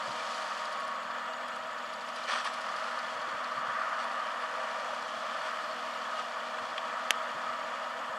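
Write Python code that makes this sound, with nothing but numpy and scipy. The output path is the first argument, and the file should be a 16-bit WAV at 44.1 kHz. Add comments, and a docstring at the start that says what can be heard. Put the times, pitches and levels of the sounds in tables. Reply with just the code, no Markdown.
"""Some way off in an open field, a six-cylinder diesel tractor pulls a forage harvester through corn.
From the start engine, fan and knife drum share one speed, and chopped stalks hiss up the spout.
A shaft scrapes once a turn, hardest in the first three seconds; just after 2 s thick bunches hit
the knives. Around 5 s the speed sags under load, and near 6.7 s come a dull knock and a stalk's crack.
At 7.1 s plastic clicks sharply right at the microphone, which takes soft bumps all the way through."""
import sys
import numpy as np
from scipy.fft import rfft, irfft, next_fast_len
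from scipy.io import wavfile
from scipy.ndimage import map_coordinates

SR = 44100
rng = np.random.default_rng(int(sys.argv[2]) if len(sys.argv) > 2 else 0)


def pcm_store(signal):
    """Save signal as 16-bit PCM."""
    levels = np.round(np.clip(np.atleast_2d(signal), -1, 1) * 32767)
    wavfile.write(sys.argv[1], SR, levels.astype(np.int16).T)


N = 360738


def amp(db):
    """Decibels to gain."""
    return 10 ** (np.asarray(db) / 20)


def unit(x):
    """Scaled to rms 1."""
    return x / np.sqrt(np.mean(x ** 2) + 1e-20)


def along(points, hz):
    """(f/Hz, value) points read on a log axis."""
    freqs, values = np.transpose(points)
    return np.interp(np.log(hz + 1), np.log(freqs + 1), values)


def clock():
    """The time of every sample."""
    return np.arange(N) / SR


def curves(rows):
    """Automation lanes: one value per sample for each column after the time."""
    times, *columns = np.transpose(rows)
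    return [np.interp(clock(), times, column) for column in columns]


def wobble(rate):
    """A smooth random curve, rate knots a second."""
    knots = rng.standard_normal(int(N * rate / SR) + 4)
    coarse = np.arange(0, N + 64, 64) / SR
    return np.interp(clock(), coarse, map_coordinates(knots, [coarse * rate], mode="nearest"))


def filtered(x, response):
    """EQ: x through a response given as a function of frequency."""
    size = next_fast_len(N + SR // 8, True)
    return irfft(rfft(x, size) * response(np.fft.rfftfreq(size, 1 / SR)), size)[..., :N]


# stereo image of the noise beds: (f/Hz, left-right correlation)
CORRELATION = [(40, 0.32), (85, 0.55), (160, 1), (300, 1), (550, 1), (1200, 0.97), (2300, 0.97), (4500, 1),
               (7000, 0.94), (10000, .998)]


def rush(spectrum, drive=1):
    """Stereo noise of rms 1: turbulence, pulsed by drive, rings a body with this spectrum."""
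    def colour(hz):
        spread = np.arccos(np.clip(along(CORRELATION, hz), -1, .999)) / 2
        return amp(along(spectrum, hz)) * np.array([np.cos(spread), np.sin(spread)])
    mid, side = filtered(rng.standard_normal((2, N)) * drive, colour)
    return unit(np.array([mid + side, mid - side]))


def beats(turns, depth_db):
    """A gain that peaks once a turn, or dips if the depth is negative."""
    return unit(amp(depth_db * np.cos(np.pi * turns) ** 4))


def tones(orders, turns, waver_db, drift_rad):
    """Partials locked to a shaft; moving air makes each waver in level and phase."""
    out = np.zeros(N)
    for order, db in orders:
        phase = 2 * np.pi * (order * turns + rng.random()) + drift_rad * wobble(6)
        out += amp(db) * unit(amp(waver_db * wobble(4)) * np.sin(phase))
    return out


def fuzzy_line(hz, width_hz):
    """Narrow noise of rms 1 around a steady or gliding pitch."""
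    fuzz = filtered(rng.standard_normal(N), lambda f: 1 / (1 + (2 * f / width_hz) ** 2) ** 0.68)
    return unit(fuzz * np.sin(2 * np.pi * np.cumsum(hz + np.zeros(N)) / SR))


def bursts(rows, rise_s, fall_s):
    """An envelope that rises, holds and dies away for each (t/s, length/s, level/dB)."""
    t, out = clock(), np.zeros(N)
    for start, length, db in rows:
        near = slice(int(start * SR), int((start + length + 10 * fall_s) * SR))
        age = t[near] - start
        out[near] += amp(db) * (1 - np.exp(-age / rise_s)) * np.exp(-np.maximum(age - length, 0) / fall_s)
    return out


# tone of the air, a dull bump and a hard bump: (f/Hz, relative level/dB)
AIR_EQ = [(10, -80), (30, -34), (60, -21), (110, 1), (170, -5), (300, 1.5), (500, -7), (2000, -60)]
DULL_EQ = [(10, -75), (35, -38), (70, -10), (140, 4), (220, -1), (400, -7), (1500, -70)]
HARD_EQ = [(60, -30), (150, -4), (220, 0), (400, 0), (600, -10), (1500, -50)]
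# bump cues: (t/s, length/s, level/dB, hardness 0-1)
BUMPS = [(.074, 0.012, -47.5, 0), (1.04, 0.02, -62, 0), (1.59, .015, -59, 0), (3.1, .1, -65, 0),
         (3.272, .008, -47, 1), (3.33, .015, -55, 0), (3.56, 0.04, -58, 0), (3.645, 0.06, -56, .3),
         (6.603, 0.02, -51, .4), (6.69, .025, -59, 0), (7.345, 0.03, -52.5, .6), (7.48, .02, -58, 0),
         (8.08, 0.026, -60, 0)]


def breeze_and_bumps():
    """Light air and bumps, dull or hard, reach each microphone port differently, the left more."""
    def ports(spectrum):
        return unit(filtered(rng.standard_normal((2, N)), lambda hz: amp(along(spectrum, hz))))
    air = amp(-78.5 + 1.3 * wobble(2.8)) * ports(AIR_EQ)
    thuds = sum((1 - hard) * bursts([cue], rise_s=0.0036, fall_s=0.017) for *cue, hard in BUMPS)
    taps = sum(hard * bursts([cue], rise_s=0.0025, fall_s=0.01) for *cue, hard in BUMPS)
    return (air + thuds * ports(DULL_EQ) + taps * ports(HARD_EQ)) * amp([[2.5], [-2.5]])


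# modes of the plastic, before its body EQ: (f/Hz, level/dB, t60/s)
PLASTIC_MODES = [(805, -35, 0.0092), (1910, -15, 0.0013), (2940, -4, .0025), (6230, -10.5, 0.0021),
                 (7800, -36, 0.003), (10700, -21, 0.003)]
# tone of its rattle: (f/Hz, relative level/dB)
RATTLE_EQ = [(100, -53), (400, -11), (800, 8), (1400, 3), (2900, 6), (3500, 0), (4000, -2), (6000, -4),
             (11000, -11), (16000, -34)]


def click(at_s=7.1071, lead_s=.0005, rattle_t60_s=0.018):
    """Plastic gives a little, then snaps right at the microphone, with a short rattle and little bass."""
    t = np.arange(SR // 16) / SR
    ring = -sum(amp(db - 60 * t / t60) * np.sin(2 * np.pi * hz * t) for hz, db, t60 in PLASTIC_MODES)
    snap = np.zeros(N)
    for start, db in [(at_s - lead_s, -28), (at_s, 0)]:
        snap[round(start * SR):][:len(t)] += amp(db) * ring
    age = np.clip(clock() - at_s, 0, 1)
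    rattle = (age > 0) * amp(-20.5 - 60 * age / rattle_t60_s) * rush(RATTLE_EQ)
    small_body = lambda hz: (1j * hz / (1j * hz + 350)) ** 3 / (1 + (hz / 13500) ** 12)
    return filtered(snap + rattle, small_body) * amp([[-.7], [.7]])


# pitch and fader ride of the whistle: (t/s, f/Hz, level/dB)
TURBO_RIDE = [(0, 11300, -95), (1.1, 12000, -90), (1.9, 11300, -83), (3, 10900, -89), (4.3, 10750, -79.5),
              (4.9, 11100, -85), (5.9, 12150, -80.5), (6.6, 12050, -85), (7.3, 11400, -85),
              (8.18, 11100, -78.5)]


def turbo():
    """The turbocharger's faint, breathy whistle glides and comes and goes."""
    hz, db = curves(TURBO_RIDE)
    return amp(db + 2 * wobble(4.6)) * fuzzy_line(hz, width_hz=450)


# resonances of the injection gear: (f/Hz, width/Hz, relative level/dB)
INJECTION_MODES = [(6700, 200, -5), (6910, 130, 0), (7750, 420, -1)]
# their fader ride: (t/s, level/dB)
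INJECTION_RIDE = [(0, -64), (1.6, -65), (3.5, -67.5), (6, -68), (8.18, -65.5)]


def injection(cycles):
    """The fuel injection chinks high and thin, once each engine cycle and never twice alike."""
    ring = sum(amp(db + wobble(17)) * fuzzy_line(hz, width) for hz, width, db in INJECTION_MODES)
    loose_cycles = cycles + .07 * wobble(17)
    return amp(curves(INJECTION_RIDE)[0]) * unit(ring * beats(loose_cycles, depth_db=4.5))


# partials of the hum: (multiple of the blade rate, level/dB)
FAN_PARTIALS = [(1, -60.7), (2, -62)]
# trim on both: (t/s, gain/dB)
FAN_TRIM = [(0, -4), (.8, -2.5), (2.3, 0), (5.4, -3), (6, -1), (7, 0.5), (8.18, -1.5)]


def fan(blade_passes):
    """The fan's blades chop the air into a low hum."""
    return amp(curves(FAN_TRIM)[0]) * tones(FAN_PARTIALS, blade_passes, waver_db=1.5, drift_rad=0.052)


# tone of the exhaust and the diesel clatter: (f/Hz, relative level/dB)
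EXHAUST_EQ = [(15, -80), (54, -42), (96, -18), (125, -13), (175, -12.5), (215, -1), (236, 1.5), (258, -8),
              (288, -1.5), (317, -1.5), (328, -12), (440, -10), (570, -29), (970, -120)]
CLATTER_EQ = [(540, -37.5), (920, -14), (985, -10.5), (1040, -8), (1140, -3), (1240, -2.5), (1290, -1.5),
              (1370, -5), (1450, -5), (1610, -9.5), (1780, -7), (2150, -18), (2800, -25.5), (4730, -120)]
# fader ride of the clatter: (t/s, level/dB)
CLATTER_RIDE = [(0, -40.5), (.8, -40.5), (1.45, -41.5), (1.7, -43), (2.1, -44), (2.8, -38.7), (3.3, -39.5),
                (3.6, -37.5), (3.9, -36.3), (4.05, -38), (4.25, -38), (4.33, -40), (4.6, -39.5),
                (4.8, -40.3), (5.15, -41.5), (5.45, -39), (5.7, -41), (6.15, -40.5), (6.68, -42),
                (7.0, -39.7), (7.55, -39.3), (7.8, -40.5), (8.18, -42.5)]
# engine drone, and the block's buzz at average clatter: (multiple of the cycle rate, level/dB)
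DRONE_PARTIALS = [(6, -81.1), (12, -68), (35, -64.8), (36, -64.6), (38, -60.7), (45, -65.1), (46, -63.7)]
BUZZ_PARTIALS = [(60, -61), (65, -60), (66, -55), (67, -57), (68, -56), (69, -53), (70, -52), (71, -54),
                 (72, -54), (73, -56), (74, -53.5), (76, -57), (78, -57), (86, -60)]
# swells of engine whine: (t/s, length/s, level/dB, multiple of the cycle rate)
WHINES = [(.7, 0.3, -45, 66), (3.54, .08, -43, 69), (4.42, .07, -42, 68), (4.59, .05, -43.5, 69),
          (4.95, .1, -45, 75), (5.23, .06, -43, 69), (5.4, .08, -45, 60), (6.0, .22, -44, 75),
          (6.77, 0.12, -44.5, 66), (6.95, .55, -48, 75)]


def diesel(cycles, cylinders=6):
    """Each firing puffs from the exhaust and rattles the block; the four-stroke cycle sets the drone."""
    firings = cylinders * cycles
    clatter_db, = curves(CLATTER_RIDE)
    exhaust = amp(-62 + 0.34 * wobble(3.43)) * rush(EXHAUST_EQ, beats(firings, depth_db=1))
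    rattle = beats(firings, depth_db=2) * beats(cycles, depth_db=-0.5)
    clatter = amp(clatter_db + 0.55 * wobble(9)) * rush(CLATTER_EQ, rattle)
    drone = tones(DRONE_PARTIALS, cycles, waver_db=1, drift_rad=0.45)
    buzz = unit(amp(clatter_db)) * tones(BUZZ_PARTIALS, cycles, waver_db=2, drift_rad=0.44)
    whine = np.zeros(N)
    for *cue, order in WHINES:
        swell = bursts([cue], rise_s=0.011, fall_s=0.06)
        whine += swell * tones([(order, 0)], cycles, waver_db=1.5, drift_rad=0.35)
    return exhaust + clatter + drone + buzz + whine


# tone of the scraping steel: (f/Hz, relative level/dB)
SCRAPE_EQ = [(1000, -51), (3900, -0.5), (4600, 4.5), (5050, -2), (5500, -7.5), (8500, -20), (9800, -16.5),
             (11000, -28), (16000, -70)]
# its fader ride at the usual crop flow: (t/s, level/dB)
SCRAPE_RIDE = [(0, -55), (.65, -50), (.85, -53), (1.25, -50.5), (1.5, -48.5), (1.8, -52), (2.1, -48.5),
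               (2.7, -48.8), (3.2, -49.8), (3.5, -54), (4.5, -56), (8.18, -56)]


def scrapes(shaft_turns, flow_db, contact_at_s=2.164, half_length_s=.006):
    """Steel brushes steel each time the shaft comes round, harder when more crop goes through."""
    turns = shaft_turns - np.interp(contact_at_s, clock(), shaft_turns)
    nearest_turn = np.round(turns).astype(int)
    from_contact_s = (turns - nearest_turn) / (np.gradient(shaft_turns) * SR)
    scatter_db = 1.6 * rng.standard_normal(256)[nearest_turn]
    pressure = amp(curves(SCRAPE_RIDE)[0] + .5 * flow_db + scatter_db)
    return pressure * np.exp(-(from_contact_s / half_length_s) ** 2) * rush(SCRAPE_EQ)


# cues where the shaft catches hard: (t/s, level/dB)
CATCHES = [(.578, -58), (.653, -56), (.729, -53), (.805, -54), (.881, -54), (1.033, -58), (1.485, -55),
           (1.563, -57), (1.937, -56), (2.089, -54), (2.163, -52), (2.337, -51), (2.45, -48), (2.54, -52),
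           (2.615, -55), (2.765, -52.5), (2.99, -57), (3.893, -57), (4.044, -56), (4.948, -57)]
# tone of the ping: (f/Hz, relative level/dB)
PING_EQ = [(3000, -38), (4600, 5.5), (5100, 0), (5600, -3), (6500, -13), (8800, -12), (9600, -2),
           (10000, -9), (10400, -6), (11000, -19), (16000, -50)]


def pings(half_length_s=.006):
    """A hard contact of the shaft adds a short, bright ping."""
    t = clock()
    hits = sum(amp(db) * np.exp(-np.minimum(((t - at) / half_length_s) ** 2, 50)) for at, db in CATCHES)
    return hits * rush(PING_EQ)


# cues for thick bunches, the crack and the knock: (t/s, length/s, level/dB)
BUNCHES = [(2.15, 0.038, -42.5), (2.271, 0.072, -31), (2.348, 0.065, -36), (2.44, 0.036, -33),
           (3.98, 0.05, -40.5), (5.42, 0.07, -41), (6.16, 0.04, -40.5)]
CRACKS = [(6.779, 0.0015, -27.5)]
KNOCKS = [(6.584, .004, -31)]
# tone of the shredding and the crack: (f/Hz, relative level/dB)
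SHRED_EQ = [(120, -53), (250, -37), (550, -6), (900, -3), (1200, 8), (1550, -2), (1800, 4), (2060, -12),
            (2250, -4), (2700, -8), (3400, -4), (3850, -13), (4500, -10), (5300, -16), (5650, -12),
            (7200, -27), (8000, -19), (12000, -45), (16000, -68.5)]
CRACK_EQ = [(200, -72), (1000, -24), (2000, 1), (2750, -7), (3200, 4), (3800, -9.5), (6000, -25),
            (10000, -35), (16000, -80)]


def crop_hits():
    """The knives shred bunches of stalks in gritty bursts; the machine knocks once and a stalk cracks."""
    grit = amp(1.9 * wobble(600))
    shredding = bursts(BUNCHES, rise_s=0.01, fall_s=0.016) * rush(SHRED_EQ, grit)
    crack = bursts(CRACKS, rise_s=0.0004, fall_s=0.003) * rush(CRACK_EQ)
    knock = bursts(KNOCKS, rise_s=0.001, fall_s=0.004) * rush(CLATTER_EQ)
    return shredding + crack + knock


# tone of the chopping and the spout's hiss: (f/Hz, relative level/dB)
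CHOP_EQ = [(1210, -33), (2050, -1), (2150, -7.5), (2420, 0), (2630, -3.5), (2950, 1), (3450, -2.5),
           (3800, -11), (5070, -47), (8580, -120)]
SPOUT_EQ = [(2180, -28), (3600, -5), (3900, -5.5), (4380, -2), (5000, -5), (6300, -9.5), (7200, -13.5),
            (7900, -14.5), (8720, -18), (9800, -20), (12300, -35), (15500, -52)]
# resonances of the spout's sheet steel: (f/Hz, width/Hz, relative level/dB)
PANEL_MODES = [(2190, 45, -4), (2335, 70, 0), (2853, 35, -2), (3080, 90, -3), (3375, 75, 0),
               (4156, 30, -10), (4420, 150, -4), (4950, 70, -10)]


def chopped_stalks(knife_passes, shaft_turns, flow_db):
    """Stalks are cut, hiss up the spout in spurts and pelt its panels, each ringing at its own pitch."""
    spurts = amp(0.43 * wobble(25))
    grains = unit(amp(1.1 * wobble(500)))
    cuts = beats(knife_passes / 2, depth_db=-2)
    chop = amp(-50 + 0.39 * flow_db) * rush(CHOP_EQ, spurts * grains * cuts)
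    hiss = amp(-54.5 + flow_db) * rush(SPOUT_EQ, spurts * grains)
    pelting = grains * beats(3 * shaft_turns, depth_db=3)
    panels = sum(amp(db + 2.4 * wobble(14)) * fuzzy_line(hz, width) for hz, width, db in PANEL_MODES)
    ring = amp(-54.5 + .35 * flow_db) * unit(pelting * panels)
    return chop + hiss + ring


# tone of the roar: (f/Hz, relative level/dB)
BLOWER_EQ = [(250, -55), (420, -49), (445, -25.5), (480, -8.5), (584, -4), (645, 0.5), (721, -5), (887, -7),
             (933, -6), (985, -5.5), (1050, -6), (1300, -24), (2200, -120)]
# its fader ride: (t/s, level/dB)
BLOWER_RIDE = [(0, -43.5), (1.2, -45), (2.1, -47.5), (2.9, -44), (4.2, -44), (4.6, -42), (4.95, -41.5),
               (5.15, -44), (5.36, -42), (5.6, -44), (8.18, -43.5)]


def blower(knife_passes):
    """Turbulent air roars in the blower, pulsing slightly with each knife."""
    level_db = curves(BLOWER_RIDE)[0] + 0.35 * wobble(12)
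    return amp(level_db) * rush(BLOWER_EQ, beats(knife_passes, depth_db=0.5))


# partials of the drum: (multiple of the knife rate, level/dB)
DRUM_PARTIALS = [(1, -78.5), (2, -54.5), (2.5, -60.5), (3.5, -56), (4, -51), (4.5, -58.5), (5.5, -55),
                 (6, -60.5)]
# fader ride of its clearest note: (t/s, level/dB)
SING_RIDE = [(0, -48), (.7, -50), (1.8, -52), (3.2, -51.5), (4.4, -49.7), (5.0, -49.3), (5.16, -64),
             (5.38, -51), (5.65, -58), (5.85, -50.5), (6.5, -52.5), (7.2, -50), (8.18, -50)]


def knife_drum(knife_passes):
    """The passing knives make a pitched hum, whose third harmonic sings out."""
    hum = tones(DRUM_PARTIALS, knife_passes, waver_db=0.5, drift_rad=0.47)
    note = tones([(3, 0)], knife_passes, waver_db=0.5, drift_rad=0.13)
    return hum + amp(curves(SING_RIDE)[0]) * note


# knife passes a second, sagging twice under load: (t/s, f/Hz)
KNIFE_RATE = [(0, 311), (.25, 313.5), (.45, 312), (.75, 316.7), (1.5, 318.8), (3, 318.8), (4.4, 319.8),
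              (4.8, 317.8), (5.0, 314), (5.12, 310), (5.3, 315.5), (5.6, 313.6), (5.8, 315.3), (6.5, 314.5),
              (6.9, 318.9), (8.18, 320)]
# crop flow through the harvester: (t/s, level/dB about the usual flow)
CROP_FLOW = [(0, 3.5), (.2, 4.8), (.32, 6.6), (.45, 4.8), (.65, 2.5), (1, -4), (1.85, -4), (2.25, 1),
             (2.8, 2.5), (3.2, -.7), (3.7, -1), (4.6, 0.3), (4.95, 1.8), (5.6, 0.7), (6.15, 0.8), (6.5, -1),
             (7.3, -.7), (7.85, -2), (8.18, -5)]


def scene():
    """The mix: one speed drives tractor and harvester, which sit slightly left of centre."""
    knife_hz, = curves(KNIFE_RATE)
    flow_db, = curves(CROP_FLOW)
    knife_passes = np.cumsum(knife_hz) / SR
    shaft_turns = knife_passes / 24  # knives on the drum
    cycles = knife_passes * 16.845 / 316.67  # gearing: engine cycle Hz / knife Hz
    blade_passes = knife_passes * 243 / 316.67  # fan blade Hz / knife Hz
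    tractor = diesel(cycles) + fan(blade_passes) + injection(cycles) + turbo()
    harvester = knife_drum(knife_passes) + blower(knife_passes)
    harvester = harvester + chopped_stalks(knife_passes, shaft_turns, flow_db) + crop_hits()
    shaft = scrapes(shaft_turns, flow_db) + pings()
    return (tractor + harvester + shaft) * amp([[.25], [-.25]]) + breeze_and_bumps() + click()


def record(dry, low_cut_hz=52, top_hz=15500):
    """The microphone chain adds faint treble hiss, drops the deepest bass and cuts the top steeply."""
    hiss_band = lambda hz: np.exp(-((hz - 11000) / 6000) ** 2)
    hiss = amp(-75.5) * unit(filtered(rng.standard_normal(N), hiss_band))
    low_cut = lambda hz: hz ** 2 / np.hypot(hz ** 2, low_cut_hz ** 2)
    return filtered(dry + hiss, lambda hz: low_cut(hz) / (1 + (hz / top_hz) ** 120))


dry = scene()
out = record(dry)
pcm_store(out)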